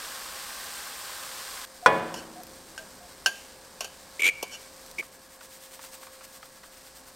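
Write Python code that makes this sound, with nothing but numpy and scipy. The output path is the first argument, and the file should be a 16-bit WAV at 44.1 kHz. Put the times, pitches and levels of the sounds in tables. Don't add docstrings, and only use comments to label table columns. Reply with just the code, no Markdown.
import sys
import numpy as np
from scipy import signal
from scipy.fft import rfft, irfft
from scipy.io import wavfile
from scipy.ndimage import uniform_filter1d

SR = 44100
rng = np.random.default_rng(int(sys.argv[2]) if len(sys.argv) > 2 else 0)


def store_wav(level_fs):
    pcm = np.round(np.clip(np.atleast_2d(level_fs), -1, 1) * 32767)
    wavfile.write(sys.argv[1], SR, pcm.T.astype(np.int16))


N = 315315
T = np.arange(N) / SR
SAUCE_END_S, SPICE_START_S = 1.652, 5.017

# frequency_hz, density_db
SAUCE_SPECTRUM = [(180, -58), (300, -16), (492, -8.5), (517, -6.5), (892, -9), (1090, -3.5), (1370, -5.5),
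                  (1640, -7.5), (2400, -9), (4800, -4), (6680, -8), (8560, -4), (10600, -13), (13100, -9),
                  (15500, -16.5)]
# pitch_hz, width_hz, level_db
SIZZLE_RESONANCES = [(825, 25, 9.5), (1062, 116, 5.5), (1250, 80, -3), (1570, 170, 7)]
# start_s, level_db, depth in the grain (0 bare, 1 buried)
FORK_BLOWS = [(2.141, -18, 0.94), (2.778, -22, 0), (3.2605, -1.5, 0.09), (3.807, -12, 0.71),
              (3.845, -16, 0.56), (4.427, -15, 1), (4.986, -24, 0.65)]
# start_s, length_s, level_db
FORK_SCRAPES = [(2.151, 0.059, -16.5), (3.807, 0.056, -22.5), (4.503, 0.066, -17.5)]
# pitch_hz, level_db, t60_s
POT_MODES = [(647, -38, 0.41), (1566, -3, 0.07), (1594, -17, 0.25), (1630, -23, 0.26), (2710, -17, 0.028),
             (2977, -18, 0.024), (2970, -36, 0.33), (2945, -16.5, 0.042), (3070, -36, 0.5),
             (4420, -21.5, 0.066), (4590, -29, 0.2), (5280, -13, 0.028), (5810, -15.5, 0.03),
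             (6750, -37, .1), (6730, -26, 0.11), (7700, -17.5, 0.024), (8870, -17.5, 0.025),
             (9840, -35.5, 0.22), (11380, -26.5, 0.089), (12480, -33, 0.09)]
# frequency_hz, density_db
STEEL_SPECTRUM = [(400, -5), (700, 4), (1100, -3.5), (2000, -9), (2750, 8), (3700, -5.5), (5300, -2.5),
                  (7000, 0), (8300, -22), (9500, -4), (10700, -20), (12500, -14), (15500, -18)]
# frequency_hz, density_db
THUD_SPECTRUM = [(260, -8.5), (420, 8.5), (650, 1.5), (1100, 4), (1700, -62), (4000, -57)]
# pitch_hz, level_db, t60_s
BUMP_MODES = [(447, -25, 0.62), (503, -12.5, 0.07), (542, -29, 0.98), (564, -27.5, 0.61), (638, -25, 0.59),
              (730, -28.5, 0.84), (836, -24, 0.41), (994, -21, 0.6), (1002, -5, 0.072), (1087, -26.5, 0.54),
              (1220, -30, 0.24), (1464, -5, 0.051), (1716, -25.5, 0.54), (1950, -31, 0.35),
              (2210, -33.5, 0.42), (2460, -29.5, 0.46), (3330, -31, 0.18), (3500, -47, 0.98)]
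# frequency_hz, density_db
CRACK_SPECTRUM = [(440, -3), (700, -6), (1300, -1), (2800, -7), (4300, -16), (5600, -14), (7000, -23),
                  (9000, -21), (11000, -35), (15000, -38)]
# frequency_hz, density_db
GRATE_SPECTRUM = [(85, -15.5), (150, -8.5), (300, -7.5), (500, -7), (1000, -9), (1500, -9.5), (2400, -20),
                  (3500, -24.5), (6000, -43), (15000, -100)]
# pitch_hz, level_db, t60_s
BOOM_MODES = [(104, -48, 1.2), (171, -34, .9), (232, -38, 1.6), (323, -37, 1.9)]
# start_s, length_s, level_db, swell_db, rasp_db, groan_db
FORK_SQUEAKS = [(4.194, 0.02, -25, -4, -6, -21), (4.219, 0.0071, -16, -2, -7, -25),
                (4.231, 0.067, -14, -0.5, -6.5, -29), (4.983, 0.027, -22.5, 2, -15, -15.5)]
# frequency_hz, density_db
RASP_SPECTRUM = [(300, -6), (450, 6), (800, -11), (1500, -1.5), (2700, 11.5), (5000, -6), (7300, 2),
                 (8300, -9), (8850, 7), (9400, -7), (10400, -21), (11700, -6), (12350, -3), (15500, -25)]
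# frequency_hz, density_db
GROAN_SPECTRUM = [(330, -10.5), (430, -4), (560, -14.5), (1000, -32.5)]
# frequency_hz, density_db
TINE_SPECTRUM = [(1200, -40), (2050, -11), (2260, -3), (2330, -2), (2400, -8), (2600, -23), (4000, -39)]
# start_s, level_db
GRAIN_TICKS = [(2.434, -38.5), (2.468, -42), (4.4296, -28.5), (4.862, -41.5), (4.913, -39)]
# frequency_hz, density_db
TICK_SPECTRUM = [(2000, -11), (5000, 0), (9000, -1), (10500, -8), (12500, 3), (15500, -9)]
# start_s, length_s, pitch_hz, level_db
SOFT_TONES = [(1.821, 0.044, 727, -38.5), (2.349, 0.077, 719, -42.5), (2.783, 0.068, 641, -47.5),
              (2.995, 0.083, 711, -50.5)]
# time_s, level_db
SHAKE_VIGOUR = [(5.05, -50.5), (5.25, -56.5), (5.65, -46.5), (5.95, -45.5), (6.25, -48.5), (6.5, -52.5),
                (6.8, -51), (7.1, -51.5)]
# frequency_hz, density_db
POWDER_SPECTRUM = [(600, -0.5), (1700, 1.5), (2700, 0.5), (5000, 1.5), (7000, 1), (8700, 5), (10700, -6),
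                   (13000, 1), (15500, -5.5)]
# start_s, level_db
BOX_KNOCKS = [(5.026, -41.5), (5.409, -42.5), (5.792, -41), (6.031, -44), (6.069, -42), (6.209, -43),
              (6.428, -40), (6.634, -43)]
# frequency_hz, density_db
BOX_SPECTRUM = [(200, -35), (600, -4), (1200, 5), (1800, 0), (2800, -7.5), (6000, -13), (15000, -30)]
# frequency_hz, density_db
SIMMER_SPECTRUM = [(1500, -3), (3000, -7), (4700, -0.5), (6800, -4.5), (8600, -0.5), (10600, -11),
                   (13000, -8), (15500, -14.5)]
# frequency_hz, density_db
ROOM_SPECTRUM = [(20, -2.5), (60, 3), (105, -6.5), (210, -0.5), (330, -3), (600, -1.5), (1100, -2.5),
                 (1350, -7), (1650, -5.5), (2400, -14.5), (5000, -19.5), (15000, -44)]
# pitch_hz, level_db
HUM_PARTIALS = [(263.8, -72.5), (527.6, -59), (1093, -72), (1669, -71)]
# frequency_hz, density_db
DIFFUSE_SPECTRUM = [(20, -16), (70, -13), (200, -10.0), (1500, -15.5), (15000, -18.5)]


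def sauce(level_db=-39.5, bubble_db=-16, pan_db=-3):
    pops = crackle(rate=7000, spread_db=1.0) + undb(bubble_db) * unit(bubbles())
    sizzle = colour(pops, SAUCE_SPECTRUM)[:int(SAUCE_END_S * SR)]
    pan = sum(undb(db) * signal.lfilter(*signal.iirpeak(hz, hz / width, fs=SR), sizzle)
              for hz, width, db in SIZZLE_RESONANCES)
    out = np.zeros(N)
    add(out, 0, unit(sizzle + undb(pan_db) * pan))
    return out * undb(level_db + 0.31 * walk(20))


def bubbles(count=1500, low_hz=1820, high_hz=9000, cycles=7, spread_db=1.0):
    out = np.zeros(N)
    for when, pitch, size in rng.random((count, 3)):
        hz = low_hz * (high_hz / low_hz) ** pitch
        turns = hz * T[:int(2 * cycles * SR / hz)]
        ping = np.exp(-np.pi * turns / cycles) * np.sin(2 * np.pi * turns)
        add(out, when * SAUCE_END_S, undb(-spread_db * np.log(size)) * ping)
    return out


def fork(bare_thud_db=-45, buried_thud_db=-12.5):
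    out = np.zeros(N)
    for at, db, depth in FORK_BLOWS:
        thud_db = bare_thud_db + depth * (buried_thud_db - bare_thud_db)
        add(out, at, undb(db) * (steel(depth) + undb(thud_db) * burst(THUD_SPECTRUM, t60=0.067)))
    for at, length, db in FORK_SCRAPES:
        size = int(length * SR)
        catches = crackle(rate=890, spread_db=-1, size=SR)[:size] * signal.windows.tukey(size, .5)
        add(out, at, undb(db) * signal.fftconvolve(catches / np.sqrt(size), steel(depth=0.4)))
    return out


def steel(depth, buried_mute_db=-28.5, ring_db=-5, tick_db=-19, room_db=-39):
    modes = ring(POT_MODES, low_db=buried_mute_db * depth, detune=0.0046, scatter_db=2.5)
    tick = undb(tick_db) * burst(STEEL_SPECTRUM, t60=0.087)
    room = undb(room_db) * burst(STEEL_SPECTRUM, t60=0.7)
    return undb(ring_db) * no_bass(modes, hz=400) + tick + room


def pot_bump(crack_db=-14, rattle_db=-26, room_db=-47, boom_db=-1, build_s=0.019):
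    tail = signal.sosfilt(signal.butter(2, 700, fs=SR, output="sos"), burst(GRATE_SPECTRUM, t60=6.8))
    build = 1 - np.exp(-T[:2 * SR] / build_s)
    boom = (undb(boom_db) * ring(BOOM_MODES) + undb(room_db) * tail) * build
    blow = ring(BUMP_MODES) + undb(crack_db) * burst(CRACK_SPECTRUM, t60=0.067)
    rattle = undb(rattle_db) * burst(GRATE_SPECTRUM, t60=1.0)
    out = np.zeros(N)
    add(out, at=1.8605, sound=no_bass(blow, hz=250) + rattle + boom)
    return out


def squeaks(pitch_hz=2310, slips_per_s=92, tine_lag_s=.0014, light_fade_db=-12, pressed_fade_db=-9,
            light_rasp_db=-9, tine_ring_db=-68, room_db=-58):
    out = np.zeros(N)
    lag = np.exp(-T[:SR // 20] / tine_lag_s)
    for at, length, db, swell_db, rasp_db, groan_db in FORK_SQUEAKS:
        pressure = np.sin(np.pi * np.minimum(T[:SR] / length, 1))
        slip_progress = np.cumsum(slips_per_s * (1 + .1 * walk(78, size=SR))) / SR % 1
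        fade_db = slip_progress * (light_fade_db + pressure * (pressed_fade_db - light_fade_db))
        grip = undb(db + swell_db * (pressure - 1) + fade_db) * (T[:SR] < length)
        envelope = signal.fftconvolve(grip, lag / lag.sum())[:SR]
        phase = 2 * np.pi * np.cumsum(pitch_hz * (1 + 0.033 * walk(620, size=SR))) / SR
        friction = rng.standard_normal(SR) * (1 + np.cos(phase))
        rasp = undb(rasp_db + light_rasp_db * (1 - pressure)) * colour(friction, RASP_SPECTRUM)
        groan = undb(groan_db) * colour(rng.standard_normal(SR), GROAN_SPECTRUM)
        add(out, at, envelope * (np.sin(phase) + rasp + groan))
    tines = undb(tine_ring_db) * burst(TINE_SPECTRUM, t60=0.88)
    room = undb(room_db) * burst(STEEL_SPECTRUM, t60=0.49)
    return (out + signal.fftconvolve(out, tines + room)[:N]) * (T < SPICE_START_S)


def spice(first_s=5.047, period_s=.097, slowing_s=.00048, slide_s=.085, trickle_db=-10.5, rattle_db=-6):
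    flow, box = np.zeros(N), np.zeros(N)
    vigour = np.transpose(SHAKE_VIGOUR)
    trickle = undb(trickle_db + np.interp(T, *vigour)) * (T > SPICE_START_S)
    for k, (scatter_db, stretch, knock, lag) in enumerate(rng.standard_normal((21, 4))):
        at = first_s + k * (period_s + slowing_s * k / 2)
        db = np.interp(at, *vigour) + scatter_db
        length = slide_s * np.exp(0.33 * stretch)
        add(flow, at - length / 2, undb(db) * signal.windows.cosine(int(length * SR)))
        rattle = undb(db + rattle_db + 2 * knock) * burst(BOX_SPECTRUM, t60=0.048)
        add(box, at + np.tanh(lag) * slide_s / 4, rattle)
    for at, db in BOX_KNOCKS:
        add(box, at, undb(db) * burst(BOX_SPECTRUM, t60=0.057))
    clumps = undb(1.5 * walk(60))
    powder = colour(crackle(rate=15000, spread_db=3.5), POWDER_SPECTRUM)
    return clumps * np.hypot(flow, trickle) * powder + box


def ticks():
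    out = np.zeros(N)
    for at, db in GRAIN_TICKS:
        add(out, at, undb(db) * burst(TICK_SPECTRUM, t60=0.02))
    return out


def hollow_tones(sag=0.044):
    out = np.zeros(N)
    for at, length, hz, db in SOFT_TONES:
        size = int(length * SR)
        pitch = hz * (1 + sag * np.linspace(.5, -.5, size) + 0.018 * walk(200, size=SR)[:size])
        tone = np.sin(2 * np.pi * np.cumsum(pitch) / SR)
        add(out, at, undb(db) * signal.windows.tukey(size, .5) * tone)
    return out


def simmer(covered_db=-51.5, mixed_db=-56):
    level_db = np.where(T < SPICE_START_S, covered_db, mixed_db)
    sizzle = colour(crackle(rate=4500, spread_db=2.0), SIMMER_SPECTRUM)
    return sizzle * undb(level_db + 0.89 * walk(25))


def kitchen(air_db=-54, hum_db=-1, late_air_db=-2.5, late_hum_db=1.5):
    late = T > SPICE_START_S
    clock = np.cumsum(1 + 0.00097 * walk(8.3)) / SR
    hum = sum(undb(db + 2.0 * walk(4.7)) * np.sin(2 * np.pi * hz * clock) for hz, db in HUM_PARTIALS)
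    air_gain = undb(air_db + late * late_air_db + .5 * walk(2.5))
    air = air_gain * colour(rng.standard_normal(N), ROOM_SPECTRUM)
    return air + undb(hum_db + late * late_hum_db) * np.sqrt(2) * hum


def ring(modes, low_db=0, detune=0.00097, scatter_db=0):
    out = 0
    for k, (hz, db, t60) in enumerate(modes):
        weight_db = low_db if hz < 2000 else scatter_db * rng.standard_normal()
        pitch = hz * (1 + detune * rng.standard_normal())
        out += (-1) ** k * undb(db + weight_db) * fade(t60) * np.sin(2 * np.pi * pitch * T[:2 * SR])
    return out


def burst(spectrum, t60):
    decay = fade(t60)
    return colour(rng.standard_normal(len(decay)) * decay, spectrum) * np.sqrt(np.mean(decay ** 2))


def crackle(rate, spread_db, size=N):
    sizes = undb(spread_db * np.minimum(rng.exponential(size=size), 5))
    return unit((rng.random(size) < rate / SR) * sizes * rng.choice([-1, 1], size))


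def colour(x, spectrum):
    hz, db = np.transpose(spectrum)
    f = np.fft.rfftfreq(len(x), 1 / SR) + 1
    gain = np.minimum(f / hz[0], 1) ** 2 * undb(np.interp(np.log(f), np.log(hz), db))
    cepstrum = irfft(np.log(gain), len(x))[:len(x) // 2]
    minimum_phase = np.exp(2 * rfft(cepstrum, len(x)))
    return unit(irfft(rfft(x) * minimum_phase, len(x)))


def no_bass(x, hz):
    return signal.sosfilt(signal.butter(4, hz, "high", fs=SR, output="sos"), x)


def walk(rate, size=N):
    width = max(int(SR / rate), 1)
    drift = uniform_filter1d(rng.standard_normal(size), width, mode="wrap")
    return unit(uniform_filter1d(drift, width, mode="wrap"))


def fade(t60):
    return np.exp(-np.log(1000) * T[:2 * SR] / t60)


def undb(db):
    return 10 ** (np.asarray(db) / 20)


def unit(x):
    return x / np.sqrt(np.mean(x ** 2) + 1e-18)


def add(track, at, sound):
    start = int(at * SR)
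    track[start:start + len(sound)] += sound[:N - start]


def scene(hiss_side_db=-19, room_side_db=-69, echo_side_db=-38, echo_s=.007):
    frying = sauce() + simmer()
    utensils = pot_bump() + fork() + squeaks() + ticks()
    mid = frying + utensils + hollow_tones() + spice() + kitchen()
    diffuse = colour(rng.standard_normal(N), DIFFUSE_SPECTRUM)
    hiss = np.diff(sauce(), prepend=0) + simmer()
    side = undb(hiss_side_db) * hiss + undb(room_side_db) * diffuse
    add(side, echo_s, undb(echo_side_db) * utensils)
    return np.array([mid + side, mid - side])


def record(dry):
    return signal.sosfilt(signal.ellip(10, .1, 80, 15750, fs=SR, output="sos"), np.clip(dry, -1, 1))


dry = scene()
out = record(dry)
store_wav(out)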